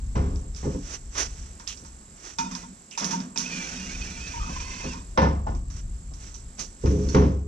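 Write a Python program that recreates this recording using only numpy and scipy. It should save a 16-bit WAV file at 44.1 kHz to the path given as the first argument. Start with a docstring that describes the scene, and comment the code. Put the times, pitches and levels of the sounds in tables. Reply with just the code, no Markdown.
"""Outdoors, at a small trailer: wooden posts are knocked, dragged and dropped on its plywood floor.
Clicks ring the box, floor and posts through decaying modes; noise bursts give cracks their scuff and clatter.
Clumpy noise makes the wood rasp, ring and groan, gliding partials make it squeal. Filtered noise gives
insects, yard, wind and the rocking trailer's rumble on a small camera, whose right microphone port is
far stronger than the left near 6 kHz; its limiter ducks under the thumps."""
import sys
import numpy as np
from scipy import signal
from scipy.fft import rfft, irfft
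from scipy.io import wavfile
from scipy.ndimage import uniform_filter1d

SR = 44100
rng = np.random.default_rng(int(sys.argv[2]) if len(sys.argv) > 2 else 0)


def store_pcm(level_fs):
    """Save levels as 16-bit WAV."""
    pcm = np.round(np.clip(level_fs, -1, 1) * 32767).astype(np.int16)
    wavfile.write(sys.argv[1], SR, np.atleast_2d(pcm).T)


N = 329427
T = np.arange(N) / SR

# All levels are relative, ahead of the microphone ports and limiter.
# Modes of the plywood floor: f/Hz, level/dB, t60/s
PLYWOOD_MODES = [(140, 1, 0.2), (170, -5, 0.25), (189, -2.5, 0.3), (250, -2, 0.16), (285, -6, 0.25),
                 (314, -6, 0.17), (350, -4, 0.1), (415, -1, 0.14), (520, -5, 0.12)]
# Modes of a wooden post: f/Hz, level/dB, t60/s
POST_MODES = [(920, 2, 0.2), (943, -2, 0.16), (1050, -7, 0.12), (1335, -10, .14), (1430, -10, .15),
              (2452, -9, 0.24), (2508, -10, 0.24), (3420, -12, 0.12), (3640, -11, .14), (4750, -13, .14),
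              (5330, -9, .16)]
# Spectrum of bright wood hiss: f/Hz, density/dB per Hz
HISS_SPECTRUM = [(1180, -16), (2000, -32), (2360, -14.5), (3600, -13), (5230, -5), (5640, 3), (6280, 1.5),
                 (8390, -23), (9660, -21), (11100, -36), (14500, -44)]
# Spectrum of lower, rasping friction: f/Hz, density/dB per Hz
RASP_SPECTRUM = [(250, 13.5), (450, 7.5), (1000, 1.5), (2000, 5), (3500, -5.5), (5000, -35)]
# Spectrum of a woody rap: f/Hz, density/dB per Hz
RAP_SPECTRUM = [(900, 6.5), (1300, 0), (2500, -5.5), (4500, -13.5), (6000, -6)]


def gain_of(db):
    """Amplitude factor of a level in dB."""
    return 10 ** (np.asarray(db) / 20)


def evened(x):
    """Scales to rms 1."""
    return x / np.sqrt(np.mean(x ** 2) + 1e-20)


def read(points, hz):
    """Reads a curve between its points on a logarithmic frequency axis."""
    f, value = np.transpose(points)
    return np.interp(np.log(hz + 1), np.log(f + 1), value)


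def coloured(x, points):
    """Filters by a spectrum that closes at both ends; rms 1."""
    hz = np.fft.rfftfreq(x.shape[-1], 1 / SR)
    inside = (hz >= points[0][0]) & (hz <= points[-1][0])
    spectrum = rfft(x) * gain_of(read(points, hz)) * inside
    return evened(irfft(spectrum, x.shape[-1]))


def ring(modes):
    """Response to a click, peak 1; neighbours start in opposite phase, so close pairs swell and beat."""
    t = T[:SR]
    out = np.zeros(SR)
    for k, (hz, db, t60) in enumerate(modes):
        out += (-1) ** k * gain_of(db - 60 * t / t60) * np.sin(2 * np.pi * hz * t)
    return out / abs(out).max()


def through(x, response):
    """Passes both paths through one response."""
    return signal.oaconvolve(x, response[None], axes=1)[:, :N]


def resonate(x, hz, width):
    """Shifts hz down to zero, smooths twice for steep skirts, shifts back; rms 1."""
    turn = np.exp(2j * np.pi * np.cumsum(hz * np.ones(x.shape[-1])) / SR)
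    narrow, wide = np.exp(-np.pi * width * np.array([1, 3.0]) / SR)
    smooth = signal.lfilter([1], np.convolve([1, -narrow], [1, -wide]), x / turn)
    return evened((turn * smooth).real)


def noise():
    """Two unrelated draws, one for each path to the microphone."""
    return rng.standard_normal((2, N))


def wander(size):
    """Slow random drift of rms 1: noise averaged twice over size samples."""
    return evened(uniform_filter1d(uniform_filter1d(rng.standard_normal(N), size), size))


def fall(s, db, rise, t60):
    """Envelope that swells with time constant rise and dies by t60, cut after a second."""
    out, u = np.zeros(N), T[:SR]
    part = out[round(s * SR):][:SR]
    part += (gain_of(db - 60 * u / t60) * (1 - np.exp(-u / rise)))[:len(part)]
    return out


def bursts(s, db, rise, t60):
    """Sum of the envelopes of all events."""
    return sum(map(fall, s, db, [rise] * len(s), t60))


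def blows(s, db):
    """One click at each time, alike on both paths."""
    out = np.zeros((2, N))
    out[:, np.round(s * SR).astype(int)] = gain_of(db)
    return out


def curve(tables, column):
    """Level of one column over all strokes, silent between them."""
    out = np.zeros(N)
    for rows in tables:
        s, db = np.transpose(rows)[[0, column]]
        fade = np.clip(np.minimum(T - s[0], s[-1] - T) / 0.003, 0, 1)
        out += gain_of(np.interp(T, s, db)) * fade
    return out


def rumble():
    """Low lumpy noise: wind on the microphone, and the trailer rocking after heavy thumps."""
    # Course of the rumble: t/s, level/dB
    course = [(0.0, -31.5), (0.3, -28.5), (0.68, -39), (1.4, -40), (1.6, -46), (2.1, -54), (2.6, -49),
              (2.9, -66), (3.4, -56), (3.99, -37), (4.5, -35), (5.05, -41.5), (5.25, -36), (5.5, -25.5),
              (6.1, -38.5), (6.75, -45), (7.05, -28), (7.47, -46)]
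    # Spectrum of the rumble: f/Hz, density/dB per Hz
    rumble_spectrum = [(12, -32), (30, -2), (60, -3), (100, -15), (200, -23.5), (400, -41.5)]
    s, db = np.transpose(course)
    lumps_db = 1.5 * wander(size=1500)
    return gain_of(np.interp(T, s, db) + lumps_db) * coloured(noise(), rumble_spectrum)


def yard():
    """Quiet wide-band air of the yard, swelling slightly."""
    # Spectrum of the air: f/Hz, density/dB per Hz
    yard_spectrum = [(53, -70), (90, -4), (211, 3.5), (316, -5.5), (382, -6.5), (537, -12), (610, -12.5),
                     (933, -15.5), (3340, -22), (7500, -15), (12500, -38), (14500, -58)]
    yard_db = -54
    swell_db = 1.2 * wander(size=4000)
    return gain_of(yard_db + swell_db) * coloured(noise(), yard_spectrum)


def insects():
    """Narrow shrill noise bands in the trees, throbbing together at a slightly uneven rate."""
    # Insect bands: f/Hz, width of the first smoothing/Hz, level/dB before the throb
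    shrills = [(6780, 250, -69), (7340, 200, -63), (7590, 130, -61), (7770, 150, -63)]
    throb_hz = 45.8
    throb = 1 + .5 * np.sin(2 * np.pi * throb_hz * T + 0.63 * wander(size=4000))
    shrill = sum(gain_of(db) * resonate(noise(), hz, width) for hz, width, db in shrills)
    return throb * shrill


def thumps():
    """The box booms a moment after the blow, a rattle shakes the plywood; loose wood clatters, dulling."""
    # Drops: t/s, plywood/dB, boom/dB, board/dB, clatter/dB, dullness/dB per band up, base t60/s
    drops = [(0.153, -24.5, -15, -37, -29, 12, 0.52), (0.628, -31, -25.5, -44, -38.5, 15, 0.33),
             (0.653, -25.5, -41, -51, -38.5, 32, 0.26), (0.746, -27, -42, -42.5, -50, 30, 0.089),
             (1.823, -42.5, -56, -75, -73, 15, 0.043), (3.011, -48, -47, -45, -33.5, 8, 0.68),
             (4.49, -56, -46, -49, -33.5, 11, 0.11), (4.837, -31.5, -33.5, -45, -35, 11, 0.25),
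             (5.174, -30.5, -11, -13, -15, 16.5, 0.38), (5.216, -21.5, -17, -19, -16, 11.5, 0.32),
             (5.466, -47, -42, -32.5, -27.5, 18, 0.3), (6.116, -67, -49, -72, -39, 32, 0.043),
             (6.583, -49, -48, -46, -45, 22, 0.23), (6.836, -18, -9, -45.5, -35.5, 27, 1),
             (7.145, -4, -2.5, -18, -14, 8.5, 0.36), (7.219, -19.5, -24, -32, -26, 15, 0.27)]
    # Modes of the trailer box: f/Hz, level/dB, t60/s
    box_modes = [(51.3, 6.5, 1.2), (63.2, 13.5, 0.89), (69.97, 24, 0.94), (83.3, 8.5, 0.66),
                 (96, 16.5, 0.82)]
    # Modes of a loose board: f/Hz, level/dB, t60/s
    board_modes = [(484, -3, .13), (538, 0, .18), (770, -4, .09), (880, -3, .1), (930, -3, .11),
                   (1030, -3, .1), (1450, -8, .07), (1760, -12, .12), (2073, -13, .1)]
    # Spectrum of the lowest clatter band: f/Hz, density/dB per Hz
    clatter_spectrum = [(150, 8.5), (250, 2.5), (361, -5.5), (541, -12.5), (671, -9.5), (928, -17.5),
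                        (1140, -15.5), (1400, -26), (1820, -36), (3080, -120)]
    boom_delay_s = 0.012
    strike_db = -0.5  # first blow against the rattle that follows
    s, ply_db, boom_db, board_db, clatter_db, dull_db, t60 = np.transpose(drops)
    t60 = np.maximum(t60, .05)
    out = through(blows(s + boom_delay_s, boom_db), ring(box_modes))
    # (modes, levels, multiple of the base t60)
    for modes, db, lasting in ((PLYWOOD_MODES, ply_db, 1.29), (board_modes, board_db, .8)):
        body = ring(modes)
        rattle = noise() * bursts(s, db, .003, lasting * t60)
        out = out + through(rattle, body / np.linalg.norm(body))
        out = out + through(blows(s, db + strike_db), body)
    # (spectrum, rise in s, multiple of the base t60); the treble dies first
    bands = ((clatter_spectrum, .003, 1.4), (RAP_SPECTRUM, .002, 1.1), (HISS_SPECTRUM, .002, .9))
    for step, (colour, rise, lasting) in enumerate(bands):
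        band_db = clatter_db - step * dull_db
        out = out + coloured(noise(), colour) * bursts(s, band_db, rise, lasting * t60)
    return out


def knocks():
    """Wood on wood: a sharp crack of three dying tones, a noisy scuff and woody rap; the post rings on."""
    # Knocks: t/s, crack/dB, scuff/dB, woody rap/dB, post ring/dB
    hits = [(0.3594, -30, -54, -83, -79), (0.5483, -28, -57, -80, -83), (0.561, -34, -43, -76, -78),
            (1.152, -35, -56, -42, -64), (1.598, -31, -49, -49, -71), (1.676, -14, -32, -58, -65),
            (1.699, -27, -76, -78, -72), (1.7737, -31, -52, -78, -74), (1.847, -51, -49.5, -56, -72),
            (2.3855, -18, -31, -35.5, -25), (2.511, -43, -43, -46, -45), (2.5511, -17.5, -39, -48, -39),
            (2.911, -29, -45, -78, -75), (2.9762, -19, -29.5, -39, -42), (3.007, -15.5, -49, -46, -42),
            (3.0443, -11, -30, -63, -65), (3.109, -26, -31.5, -39.5, -35.5), (3.2035, -22.5, -50, -49, -65),
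            (3.3756, -7, -28.5, -53, -56), (3.3786, -22, -44, -53, -44), (3.4045, -18, -41, -48, -59),
            (4.6031, -25, -45, -48, -55), (4.933, -26, -50, -45, -41.5), (5.1753, -27, -43, -20.5, -30),
            (5.5, -37, -57, -69, -81), (5.55, -34, -53.5, -56, -75), (5.701, -38, -45.5, -53.5, -74.5),
            (6.1375, -35, -49.5, -64, -73), (6.3425, -45, -43, -60, -65), (6.5932, -26, -31.5, -72, -77),
            (6.8587, -25, -44, -36, -76), (7.088, -23, -37.5, -47, -71)]
    s, crack_db, scuff_db, rap_db, ring_db = np.transpose(hits)
    rise_s, t60 = .0006, [0.24] * len(s)
    t = T[:400]
    snap = np.zeros(len(t))
    for hz, db in ((2600, -10.0), (3800, -1.5), (5300, 7)):
        snap += gain_of(db - 60 * t / 0.0033) * np.sin(2 * np.pi * hz * t)
    snap = snap * (1 - np.exp(-t / 0.00077))
    crack = through(blows(s, crack_db), snap)
    scuff = coloured(noise(), HISS_SPECTRUM) * bursts(s, scuff_db, rise_s, t60)
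    rap = coloured(noise(), RAP_SPECTRUM) * bursts(s, rap_db, rise_s, t60)
    return crack + scuff + rap + through(blows(s, ring_db), ring(POST_MODES))


def friction_grit():
    """Noise in fine and coarse clumps, as fibres catch: the raw material of all the rubbing."""
    return evened(noise() * gain_of(0.31 * wander(size=40) + 1.35 * wander(size=600)))


def brushes(grit):
    """Brief brushes of wood, cloth and sole: bell-shaped swells of hiss with rasp under it."""
    # Brushes: t of the top/s, rise/s, fall/s (both to 1/e), hiss level/dB
    swells = [(.59, 0.046, 0.31, -51), (.87, 0.021, 0.034, -49.5), (0.942, 0.036, 0.025, -38.5),
              (1.198, 0.039, 0.05, -29), (1.428, 0.27, 0.1, -53.5), (2.269, 0.067, 0.072, -44),
              (5.785, 0.05, 0.03, -49.5), (6.24, 0.048, 0.09, -51), (6.602, 0.016, 0.036, -37.5),
              (6.9, 0.063, 0.082, -44), (7.1, 0.094, 0.21, -44.5)]
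    rasp_db = -6.5  # against the hiss
    level = np.zeros(N)
    for s, rise, drop, db in swells:
        level += gain_of(db) * np.exp(-((T - s) / np.where(T < s, rise, drop)) ** 2)
    hiss = coloured(grit, HISS_SPECTRUM)
    return level * (hiss + gain_of(rasp_db) * coloured(grit, RASP_SPECTRUM))


def rings_and_groans(grit):
    """Stuttering grit in one gliding resonance: brief rings, groans and squeaks, starting fast and weakening."""
    # Rings, groans and squeaks: start t/s, end t/s, start f/Hz, end f/Hz,
    # width of the first smoothing/Hz, start level/dB
    glides = [(1.67, 1.76, 3240, 2900, 1080, -43.5), (2.912, 2.982, 2650, 2650, 450, -46.5),
              (0.64, 0.67, 815, 830, 100, -44), (4.333, 4.45, 930, 910, 49.4, -44.5),
              (4.399, 4.5, 1220, 1230, 149, -43.5), (4.465, 5.045, 1015, 1020, 109, -51),
              (4.619, 4.84, 2075, 2100, 35, -50), (5.467, 5.502, 846, 820, 120, -29.5),
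              (7.073, 7.145, 4370, 4400, 40, -48), (7.081, 7.155, 1520, 1550, 35, -51)]
    fade_db, rise_s, end_s = -5, .002, .02
    out = np.zeros((2, N))
    stutter = grit * gain_of(3.5 * wander(size=150))
    for start, end, start_hz, end_hz, width, db in glides:
        span = slice(round(start * SR), round(end * SR))
        t = T[span]
        pitch = np.interp(t, (start, end), (start_hz, end_hz))
        level = gain_of(np.linspace(db, db + fade_db, len(pitch)))
        edges = np.clip(np.minimum((t - start) / rise_s, (end - t) / end_s), 0, 1)
        out[:, span] += level * edges * resonate(stutter[:, span], pitch, width)
    return out


def strands(grit, count):
    """Many fibres sing faintly at once, drifting together in pitch, each breaking off on its own."""
    low_hz, high_hz, width_hz, break_db = 1500, 5400, 70, 4
    drift = 1 + .022 * wander(size=4000)
    out = np.zeros((2, N))
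    for hz in np.geomspace(low_hz, high_hz, count):
        out += gain_of(break_db * wander(size=1200)) * resonate(grit, hz * drift, width_hz)
    return evened(out)


def strokes(grit):
    """Dragging: grit hisses and rasps, and drives the post to sing while noise makes the plywood drone."""
    # One list a stroke: t/s, scrape/dB, post singing/dB, floor droning/dB
    drags = [
        [(2.39, -55, -39.5, -31), (2.63, -50, -57, -46.5), (2.74, -71, -74, -46)],
        [(2.975, -45, -30.5, -69), (3.015, -39.5, -44, -38.5), (3.21, -48, -48, -29.5), (3.35, -85, -102, -49)],
        [(3.358, -39, -48, -51), (3.38, -46, -54, -33.5), (3.5, -40, -53, -40), (4.1, -45, -66, -45.5),
         (4.3, -45, -63, -51.5), (4.49, -46.5, -40.5, -48), (4.55, -44.5, -62, -55), (4.9, -43.5, -60, -44),
         (4.98, -52.5, -59, -41), (5.06, -70, -68, -60)],
    ]
    rasp_db, strands_db = -5, -7  # against the scrape's hiss
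    edge_hz, edge_width_hz, edge_db = 2500, 350, -11  # rough band in the last, long scrape
    scrape = curve(drags, column=1)
    hiss = coloured(grit, HISS_SPECTRUM)
    rasp = gain_of(rasp_db) * coloured(grit, RASP_SPECTRUM)
    fibres = gain_of(strands_db) * strands(grit, count=18)
    uneven_grit = grit * gain_of(8.0 * wander(size=500))
    post = curve(drags, column=2) * evened(through(uneven_grit, ring(POST_MODES)))
    drone = curve(drags, column=3) * evened(through(noise(), ring(PLYWOOD_MODES[1:4])))
    edge = gain_of(edge_db) * curve(drags[2:], column=1) * resonate(grit, edge_hz, edge_width_hz)
    return scrape * (hiss + rasp + fibres) + post + drone + edge


def squeals():
    """The dragged edge catches again and again: a few partials squeak in wavering, fluttering glides."""
    # Squeals: start t/s, end t/s, start f/Hz, end f/Hz, level of the lowest partial/dB before flutter
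    catches = [(3.435, 3.47, 2300, 2580, -45), (3.455, 3.6, 2580, 2420, -43), (3.5, 3.69, 2420, 2310, -44),
               (3.765, 3.83, 2520, 2420, -48), (3.785, 3.92, 2780, 2810, -50),
               (3.88, 3.93, 2200, 2230, -46), (3.915, 3.965, 2350, 2510, -45),
               (4.005, 4.045, 2470, 2550, -42), (4.04, 4.2, 2340, 2370, -51), (4.195, 4.3, 2480, 2630, -45),
               (4.285, 4.33, 2350, 2520, -47), (4.38, 4.56, 2460, 2620, -51),
               (4.59, 4.665, 2360, 2620, -45), (4.65, 4.885, 2640, 2520, -47),
               (4.865, 4.945, 2850, 2600, -51)]
    # Partials: multiple of the pitch, level/dB
    partials = [(1, 0), (1.23, -12), (1.4, -15), (1.82, -12)]
    out = np.zeros((2, N))
    flutter = gain_of(3 * wander(size=400))
    waver = 1 + .009 * wander(size=160)
    for start, end, start_hz, end_hz, db in catches:
        span = slice(round(start * SR), round(end * SR))
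        pitch = np.interp(T[span], (start, end), (start_hz, end_hz))
        phase = 2 * np.pi * np.cumsum(pitch * waver[span]) / SR
        tone = sum(gain_of(part_db) * np.sin(times * phase) for times, part_db in partials)
        out[:, span] += gain_of(db) * signal.windows.tukey(len(pitch), .25) * flutter[span] * tone
    return out


def scene():
    """Adds the low and outdoor bed, the blows and the rubbing, which shares one grit."""
    grit = friction_grit()
    bed = rumble() + yard() + insects()
    rubbing = brushes(grit) + rings_and_groans(grit) + strokes(grit) + squeals()
    return bed + thumps() + knocks() + rubbing


def two_ports(dry):
    """Ports that share the bass and part in the treble; their sum keeps the tone of the scene."""
    # Likeness of the ports: f/Hz, likeness (0 to 1)
    likeness = [(60, 1), (250, 0.99), (400, 0.92), (600, 0.88), (1400, 0.86), (2200, 0.68), (4300, 0.56),
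                (5500, 0.5), (8000, 0.12), (12000, 0.7)]
    # Lead of the left port: f/Hz, phase/rad
    left_lead = [(60, -.06), (150, -.16), (300, -.35), (550, -.75), (640, 2.2), (1500, 2), (1800, 1.1),
                 (4500, .7), (5800, .6), (7400, -2.8), (10500, -3), (11500, 0)]
    # Left port against right: f/Hz, level/dB
    left_minus_right = [(100, 1.1), (400, -2), (600, 2), (800, -1), (3000, -1), (4200, -4), (5000, -15.5),
                        (5900, -21), (6800, -13), (7600, -4), (14000, 2)]
    hz = np.fft.rfftfreq(N, 1 / SR)
    a, b = rfft(dry)
    same = np.clip(read(likeness, hz), 0, 1)
    lead = read(left_lead, hz)
    left_gain = gain_of(read(left_minus_right, hz))
    both = np.sqrt(left_gain ** 2 + 1 + 2 * same * left_gain * np.cos(lead)) / 2  # gain of the sum
    left = left_gain * a * np.exp(1j * lead)
    right = same * a + np.sqrt(1 - same ** 2) * b
    return irfft([left / both, right / both], N)


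def limited(ports):
    """Turns both ports down by about half the excess dB, lets go slowly and rounds the highest peaks."""
    threshold_db, share = -19.0, 0.51
    power_db = 10 * np.log10(abs(uniform_filter1d((ports ** 2).mean(0), 500)) + 1e-12)
    recover = T * 18.  # the held level sinks 18 dB a second
    held_db = np.maximum.accumulate(power_db + recover) - recover
    over_db = np.maximum(held_db - threshold_db, 0)
    ducked = ports / gain_of(share * uniform_filter1d(over_db, 150))
    return .5 * np.tanh(ducked / .5)


def record(dry):
    """The camera: two ports, a limiter, then a steep low-pass."""
    low_pass = signal.firwin(511, 14700, window=("kaiser", 9), fs=SR)
    return signal.oaconvolve(limited(two_ports(dry)), low_pass[None], "same")


dry = scene()
out = record(dry)
store_pcm(out)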